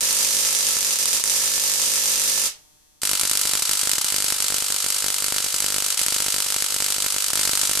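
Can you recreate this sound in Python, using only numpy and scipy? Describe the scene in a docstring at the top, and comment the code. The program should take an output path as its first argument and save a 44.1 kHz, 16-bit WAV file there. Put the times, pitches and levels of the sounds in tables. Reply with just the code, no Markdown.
"""A small spark-gap coil on 50 Hz mains cracks about once a cycle in a small hard room for some 2.5 s.
Each crack comes direct, off the bench and walls, then as diffuse hiss, while resonances ring; each firing also
puts a short pop into the microphone, mostly stronger on the hard hits. The coil stops for half a second, and the
camera's own 150 Hz whine shows over faint hiss, sinking a little. Then the coil runs again, heard from closer by."""
import sys
import numpy as np
from scipy import signal
from scipy.fft import rfft, irfft
from scipy.io import wavfile

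SR = 44100
rng = np.random.default_rng(int(sys.argv[2]) if len(sys.argv) > 2 else 0)


def gain_from_db(level_db):
    """Convert decibel levels to linear amplitude factors (20 dB per decade)."""
    decades = np.asarray(level_db, float) / 20
    return 10 ** decades


def wav_out(sig):
    """Save sig, one row per channel (or a flat mono array), as 16-bit PCM at SR to the path in sys.argv[1]."""
    wavfile.write(sys.argv[1], SR, np.round(np.clip(np.atleast_2d(sig).T, -1, 1) * 32767).astype(np.int16))


N = 343959
MOVED_S = 2.8  # firings before this are heard from the far place, later ones from the near place


def along(points, hz):
    """Value of (frequency [Hz], value) points on a log-frequency axis."""
    at, value = np.transpose(points)
    return np.interp(np.log(np.maximum(hz, 1)), np.log(at), value)


def causal(points, size=1024):
    """Minimum-phase response with the colour of (frequency [Hz], gain [dB]) points, scaled to peak 1."""
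    gain = gain_from_db(along(points, np.fft.rfftfreq(size, 1 / SR)))
    cepstrum = irfft(np.log(gain), size)
    # fold the cepstrum forward in time
    cepstrum[1:size // 2] *= 2
    cepstrum[size // 2 + 1:] = 0
    response = irfft(np.exp(rfft(cepstrum)), size)[:size // 2]
    return response / np.abs(response).max()


def level(x, db):
    """Set the rms level."""
    return x * gain_from_db(db) / np.sqrt(np.mean(x ** 2))


def clicks(s, gain, size=N):
    """Single-sample impulses at times s."""
    at = np.clip(np.round(s * SR).astype(int), 0, size - 1)
    return np.bincount(at, gain, size)


# the far place, then the near place: (ordinary pop level [dB], echo level [dB], diffuse level [dB],
# frequency under which both ports hear the diffuse sound alike [Hz], left minus right [dB], kink strength [factor])
PLACE_MIX = [(-41, -0.5, -19.5, 680, -1.5, 0.3), (-40.5, 4.5, -26, 3600, -0.5, 0.28)]
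# per place, how the cracks spread: (time the diffuse sound takes to build [s], spread of the kink cracks [s])
PLACE_SPREAD = [(.005, .0005), (.002, .0007)]
# per place, the crack colour: (frequency [Hz], relative level [dB])
CRACK_COLOUR = [
    [(60, -53), (300, -35), (700, -22), (950, -11), (1500, -14.5), (2000, -10.5), (3500, -7.5),
     (6300, -0.5), (9000, -1.5), (12000, -5.5), (14300, -12.5), (15000, -48)],
    [(60, -63), (300, -31.5), (700, -17.5), (850, -8), (950, -6.5), (2000, -7), (4000, -3), (6200, -0.5),
     (9000, 0.5), (12000, -4), (15000, -16.5)],
]
# per place, reflections off bench and walls: (delay [ms], left level [dB], right level [dB])
EARLY_ECHOES = [
    [(.6, -10, -10), (.85, -12, -13), (2.4, -20, -13), (3.65, -18, -11), (4.45, -16, -1), (4.85, -14, -4),
     (5.2, -18, -10), (6.2, -10, -15), (7.1, -16, -12), (10.1, -15, -12), (11.8, -17, -11)],
    [(.25, -14, -14), (2.4, -8, -12), (2.55, -12, -16), (2.75, -9, -12), (3.0, -16, -13), (3.3, -17, -17),
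     (4.0, -18, -10), (4.4, -16, -10), (4.75, -9, -16), (5.8, -15, -18), (10.5, -19, -26)],
]
# per place, bench and room resonances: (frequency [Hz], left level [dB], right level [dB], t60 [s])
RESONANCES = [
    [(50, -68, -40.5, 0.14), (157, -72, -43.5, 0.11), (206, -53, -37.5, 0.11), (242, -58, -38, 0.12),
     (353, -47, -51, 0.14), (406.5, -57, -34.5, 0.11), (506, -30, -27, 0.06), (552.6, -37.5, -39, 0.1),
     (611, -53, -33.5, 0.14), (805, -57, -51, .15), (891, -39, -37.5, 0.14), (1325, -46, -32, 0.14),
     (1752, -37.5, -54, 0.4), (5880, -38, -10.5, 0.066), (6500, -38, -42, .05)],
    [(51, -62, -55, 0.28), (241, -74, -48, 0.23), (455, -46, -46.5, 0.15), (548.3, -51.5, -64, 0.48),
     (750.8, -49, -48, 0.25), (1303, -19.5, -16.5, 0.017), (3400, -40, -41, 0.06),
     (3940, -35, -18.5, 0.029), (4740, -50, -10.5, 0.023), (7820, -8, -46, 0.025), (8630, -39, -44, 0.046)],
]


def coil():
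    """The direct crack depends on how the channel faces the microphone; the room hears a steadier one."""
    s, blast, crack, pop = firings()
    out = np.zeros((2, N))
    for k, (_, echo_db, diffuse_db, alike_hz, pan_db, kinks) in enumerate(PLACE_MIX):
        here = (s > MOVED_S) == k
        at, power = s[here], blast[here]
        build_s, spread_s = PLACE_SPREAD[k]
        direct = streamer(at, crack[here], spread_s, kinks)
        reflected = room(at, power, EARLY_ECHOES[k], echo_db, diffuse_db, alike_hz, build_s)
        coloured = signal.fftconvolve(direct + reflected, causal(CRACK_COLOUR[k])[None])[:, :N]
        out += coloured * gain_from_db(np.array([[pan_db], [-pan_db]]) / 2)
        out += signal.fftconvolve(clicks(at, power)[None], rings(RESONANCES[k]))[:, :N]
    return out + pops(s, pop)


# the coil is switched on twice: (first firing [s], last firing [s])
COIL_RUNS = [(.0082, 2.4577), (3.0134, 7.7935)]
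# loudness of the coil as the room hears it: (time [s], level [dB])
BLAST_POWER = [(0, -7), (.9, -8), (1.9, -7.5), (2.46, -8), (3.018, -12), (3.034, -6.5), (3.6, -6),
               (4.05, -6), (4.6, -7.5), (5.3, -7.5), (5.94, -8), (5.97, -2.5), (6.07, -7), (6.3, -7.5),
               (7.0, -8), (7.3, -8), (7.33, -5), (7.8, -7.5)]
# per place, the direct crack of an ordinary firing: (level [dB], scatter [dB])
ORDINARY_CRACK = [(-4.5, 1.5), (-6.5, 2.4)]
# per place, lesser hits on the target:
# (share of firings [0-1], crack level [dB], crack scatter [dB], pop level [dB], pop scatter [dB])
LESSER_HITS = [(.03, -4, -1, -42, 2.1), (.8, -5, 2, -31, 3.5)]
# stretches in which no lesser spark hits the target: (start [s], end [s])
TARGET_LULLS = [(3.16, 3.2), (3.26, 3.3), (3.63, 3.68), (3.99, 4.11), (4.33, 4.39), (4.43, 4.47),
                (4.63, 4.69), (4.77, 4.81), (4.91, 4.99), (5.11, 5.21), (5.49, 5.53), (5.89, 6.05),
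                (6.09, 6.11), (6.29, 6.33), (6.41, 6.55), (6.57, 6.61), (6.65, 6.71), (7.07, 7.11),
                (7.19, 7.32)]
# firings that stand out, hard or off the beat: (time [s], crack level [dB], pop level [dB])
HARD_STRIKES = [(.0283, -13, -34), (0.1086, -4, -35), (0.3484, -3.5, -36), (0.3683, -3, -34),
                (.45, -1, -36), (.55, -1, -45), (.567, -5, -42), (0.7496, -8, -45), (.7684, -6, -30.5),
                (.829, -4, -36), (1.0568, -2, -38), (1.131, -2, -36), (1.2396, 1, -31), (1.277, -3, -36),
                (1.58, -7, -32), (3.018, -10, -50), (3.0339, -5, -25), (3.0933, -3.5, -30),
                (3.1142, 1, -23), (3.1336, -2, -21.5), (3.1963, -2, -38.5), (3.2131, 1.5, -22.5),
                (3.2343, -5.5, -25), (3.2528, -7, -28.5), (3.297, -1, -35), (3.3136, 2, -19),
                (3.3737, 2, -26), (3.414, 0, -33), (3.4541, -6, -26), (3.535, 1, -20.5), (3.5534, -2, -24),
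                (3.623, -3.5, -30), (3.694, -0.5, -25), (3.7129, -5, -28.5), (3.8946, -1.5, -26),
                (3.9154, 0, -32), (3.934, 0.5, -23.5), (3.9832, -1.5, -25), (4.0452, -2, -30),
                (4.1237, -4, -30), (4.3238, -3, -23), (4.4035, -3, -29.5), (4.5434, -2.5, -25),
                (5.0433, -5.5, -26), (5.3633, -6, -28.5), (5.5432, -6, -28), (5.604, 1, -23),
                (5.7632, -3.5, -26), (6.0145, -5, -28), (6.064, -1, -26), (6.0838, -2.5, -26),
                (6.1238, -9, -27.5), (6.2232, -3, -31), (6.343, -4, -27), (6.5034, -3, -33.5),
                (6.6237, -0.5, -26), (6.8037, -6, -29), (7.0232, -3, -32), (7.0633, -3, -27.5),
                (7.3337, -1, -23), (7.3557, -1.5, -24), (7.3743, -5, -28), (7.475, -5.5, -25),
                (7.494, -5, -23), (7.5744, 0, -31), (7.6143, -2.5, -31), (7.6947, -3, -23),
                (7.7743, -4, -26)]


def firings(least_jitter_s=.0001, restless_db_per_db=4.5):
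    """Times of all firings with blast, crack and pop gain; a strike takes the place of its cycle's firing."""
    s = np.concatenate([beat(*run) for run in COIL_RUNS])
    chance = rng.standard_normal((len(s), 4)).T
    place = (s > MOVED_S).astype(int)
    crack_db, scatter_db = np.transpose(ORDINARY_CRACK)[:, place]
    pop_db = np.transpose(PLACE_MIX)[0, place]
    power_db = np.interp(s, *np.transpose(BLAST_POWER))
    # a weak ordinary firing cannot crack much louder than it blasts
    crack = gain_from_db(np.minimum(crack_db + scatter_db * chance[0], power_db + 8))
    pop = gain_from_db(pop_db) * chance[1]  # ordinary pops go either way

    share, hit_db, hit_scatter_db, hit_pop_db, pop_scatter_db = np.transpose(LESSER_HITS)[:, place]
    in_lull = np.any([(s > a) & (s < b) for a, b in TARGET_LULLS], axis=0)
    hit = (rng.random(len(s)) < share) & ~in_lull
    crack[hit] = gain_from_db(hit_db + hit_scatter_db * chance[0])[hit]
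    pop[hit] = gain_from_db(hit_pop_db + pop_scatter_db * chance[1])[hit]

    # the louder the coil, the less evenly it fires
    restless = gain_from_db(restless_db_per_db * np.clip(power_db + 8, 0, 2))
    s = s + least_jitter_s * restless * chance[2]
    hard_s, hard_db, hard_pop_db = np.transpose(HARD_STRIKES)
    cycle = np.abs(s[:, None] - hard_s).argmin(axis=0)
    s[cycle], crack[cycle], pop[cycle] = hard_s, gain_from_db(hard_db), gain_from_db(hard_pop_db)
    blast = gain_from_db(power_db + 1.0 * chance[3])
    return s, blast, crack, pop


# moments at which the gap waits an extra half cycle: (time [s])
GAP_SLIPS = [.94, .97, 1.04, 1.09, 1.18, 1.21, 1.22, 3.605, 3.635, 3.965, 3.995, 4.025, 5.955, 6.045, 7.315]


def beat(first, last, mains_hz=50):
    """One firing every second half cycle; each slip delays all later firings by one half cycle."""
    half = np.linspace(first, last, round((last - first) * 2 * mains_hz) + 1)
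    slips = np.array([s for s in GAP_SLIPS if s > first])
    waited = np.searchsorted(slips, half, side="right")
    fires = (np.arange(len(half)) - waited) % 2 == 0
    fires[np.searchsorted(half, slips[slips < last])] = False
    return half[fires]


def streamer(s, gain, spread_s, share, count=10):
    """A crooked channel: its kinks lie at other distances from each port, so small cracks crowd the main one."""
    chance = rng.standard_normal((len(s), 2, count, 2))
    at = s[:, None, None] + spread_s * chance[..., 0]
    size = gain[:, None, None] * chance[..., 1]
    kinks = np.array([clicks(at[:, port].ravel(), size[:, port].ravel()) for port in (0, 1)])
    return clicks(s, gain) + share * kinks


def pops(s, pop):
    """One-sided pops with the area of a 1 ms step, packed into a few samples; each port takes its own share."""
    shape = np.exp(-np.arange(64) / SR / .00006)
    shape = shape[None] / shape.sum() * SR / 1000
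    uneven = -.15 + 0.2 * rng.standard_normal(len(s))
    ports = np.array([clicks(s, pop * (1 + uneven)), clicks(s, pop * (1 - uneven))])
    return signal.fftconvolve(ports, shape)[:, :N]


def room(s, gain, echoes, echo_db, diffuse_db, alike_hz, build_s, same=0.92, moved_hz=2000, count=4):
    """Early echoes and diffuse sound; every channel stands elsewhere, so short waves take new paths each time."""
    ms, *sides_db = np.transpose(echoes)
    echo_taps = np.array([clicks(ms / 1000, gain_from_db(db + echo_db), size=1024) for db in sides_db])
    early = signal.fftconvolve(streamer(s, gain, spread_s=.0003, share=.17), echo_taps, axes=1)
    # a new mixture of a few treble tails at each firing, over one tail that stays the same
    spot = rng.standard_normal((len(s), count))
    spot /= np.linalg.norm(spot, axis=1, keepdims=True)
    tail = signal.fftconvolve(clicks(s, gain * same)[None], diffuse(alike_hz, build_s, low_hz=100))
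    for weight in spot.T:
        tail += signal.fftconvolve(clicks(s, gain * weight)[None], diffuse(alike_hz, build_s, moved_hz))
    return early[:, :N] + gain_from_db(diffuse_db) * tail[:, :N]


# main decay of the room: (frequency [Hz], t60 [s])
ROOM_DECAY = [(200, 0.93), (1000, 0.28), (4000, 0.23), (9000, 0.15), (14000, 0.13)]


def diffuse(alike_hz, build_s, low_hz, size=32768):
    """Stereo noise, thinned below low_hz, that builds up and dies band by band, with a weaker slow late decay."""
    late_db, late_t60_s = -36, .7
    t = np.arange(size) / SR
    hz = np.fft.rfftfreq(size, 1 / SR)
    mid, side = rfft(rng.standard_normal((2, size))) * hz / np.hypot(hz, low_hz)
    noise = mid + side * hz / np.hypot(hz, alike_hz) * np.array([[1], [-1]])
    tail = 0
    for centre in 62.5 * 2. ** np.arange(9):  # overlapping octave bands [Hz]
        band = np.clip(1 - np.abs(np.log2(np.maximum(hz, 1) / centre)), 0, 1)
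        fade = gain_from_db(-60 * t / along(ROOM_DECAY, centre)) + gain_from_db(late_db - 60 * t / late_t60_s)
        tail = tail + irfft(noise * band, size) * fade
    return tail * (1 - np.exp(-t / build_s))


def rings(modes, rise_s=0.0023, size=16384):
    """Decaying sines that swell as the blast fills the room; neighbouring modes swing in opposite sense."""
    t = np.arange(size) / SR
    total = 0
    for k, (hz, left_db, right_db, t60) in enumerate(modes):
        fade = gain_from_db(np.array([[left_db], [right_db]]) - 60 * t / t60)
        total = total + (-1) ** k * fade * np.sin(2 * np.pi * hz * t)
    return (1 - np.exp(-t / rise_s)) * total


# the camera's own noise sinks through the pause: (time [s], gain [dB])
CAMERA_FADE = [(2.5, 4), (2.7, 1.5), (3.0, -1.5)]


def camera():
    """Motor whine over smooth hiss, both following one slow fade."""
    fade = gain_from_db(np.interp(np.arange(N) / SR, *np.transpose(CAMERA_FADE)))
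    return (whine() + hiss()) * fade


# strongest overtones of the whine, before the fade: (frequency [Hz], level [dB])
STRONG_OVERTONES = [(150, -82), (300, -80), (600, -83), (750, -81), (900, -80), (1200, -84), (3150, -82),
                    (3300, -84), (3900, -82), (4200, -80), (4500, -84), (5850, -79), (6150, -81),
                    (6300, -74), (6450, -80), (7050, -82), (7350, -79), (7800, -77), (8700, -82),
                    (9450, -80), (9900, -81), (11250, -82)]
# the other overtones against their resting level: (frequency [Hz], gain [dB])
OVERTONE_HUMP = [(150, -6), (2500, -6), (5000, 0), (7000, 1), (11000, -1), (14000, -4)]


def whine(whine_hz=150, rest_db=-82, count=97):
    """A motor turn repeated exactly, so its overtones are sharp; a few of them are strong."""
    db = rest_db + along(OVERTONE_HUMP, whine_hz * np.arange(count)) + 2.5 * rng.standard_normal(count)
    hz, line_db = np.transpose(STRONG_OVERTONES)
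    db[np.round(hz / whine_hz).astype(int)] = line_db
    period = SR // whine_hz
    phase = 2 * np.pi * np.arange(period) / period
    # a quarter turn apart at the two ports, so each port carries the lines a little above their common level
    lead = np.pi / 4 * np.outer([1, -1], rng.choice([-1, 1], count))
    start = 2 * np.pi * rng.random(count) + lead
    turn = sum(2 * gain_from_db(db[k]) * np.sin(k * phase + start[:, k, None]) for k in range(1, count))
    return turn[:, np.arange(N) % period]


# colour of the hiss: (frequency [Hz], relative level [dB])
HISS_COLOUR = [(30, 2), (70, -2), (250, -11), (1000, -16), (3000, -19), (7000, -19), (9000, -32),
               (14000, -43), (15000, -62)]


def hiss():
    """Steady noise, independent at the two ports, strongest in the bass."""
    colour = gain_from_db(along(HISS_COLOUR, np.fft.rfftfreq(N, 1 / SR)))
    noise = irfft(rfft(rng.standard_normal((2, N))) * colour, N)
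    return level(noise, -64)


def scene():
    """Coil and camera."""
    return coil() + camera()


def roll_off(x):
    """The treble ends steeply here."""
    return signal.sosfilt(signal.butter(12, 15790, fs=SR, output="sos"), x)


def record(dry):
    """The input clips at full scale, then a steep low-pass cuts the top."""
    clipped = np.clip(dry, -1, 1)
    low_pass = signal.cheby1(8, .5, 14150, fs=SR, output="sos")  # ripple [dB], cutoff [Hz]
    finished = signal.sosfilt(low_pass, clipped)
    return roll_off(finished)


dry = scene()
out = record(dry)
wav_out(out)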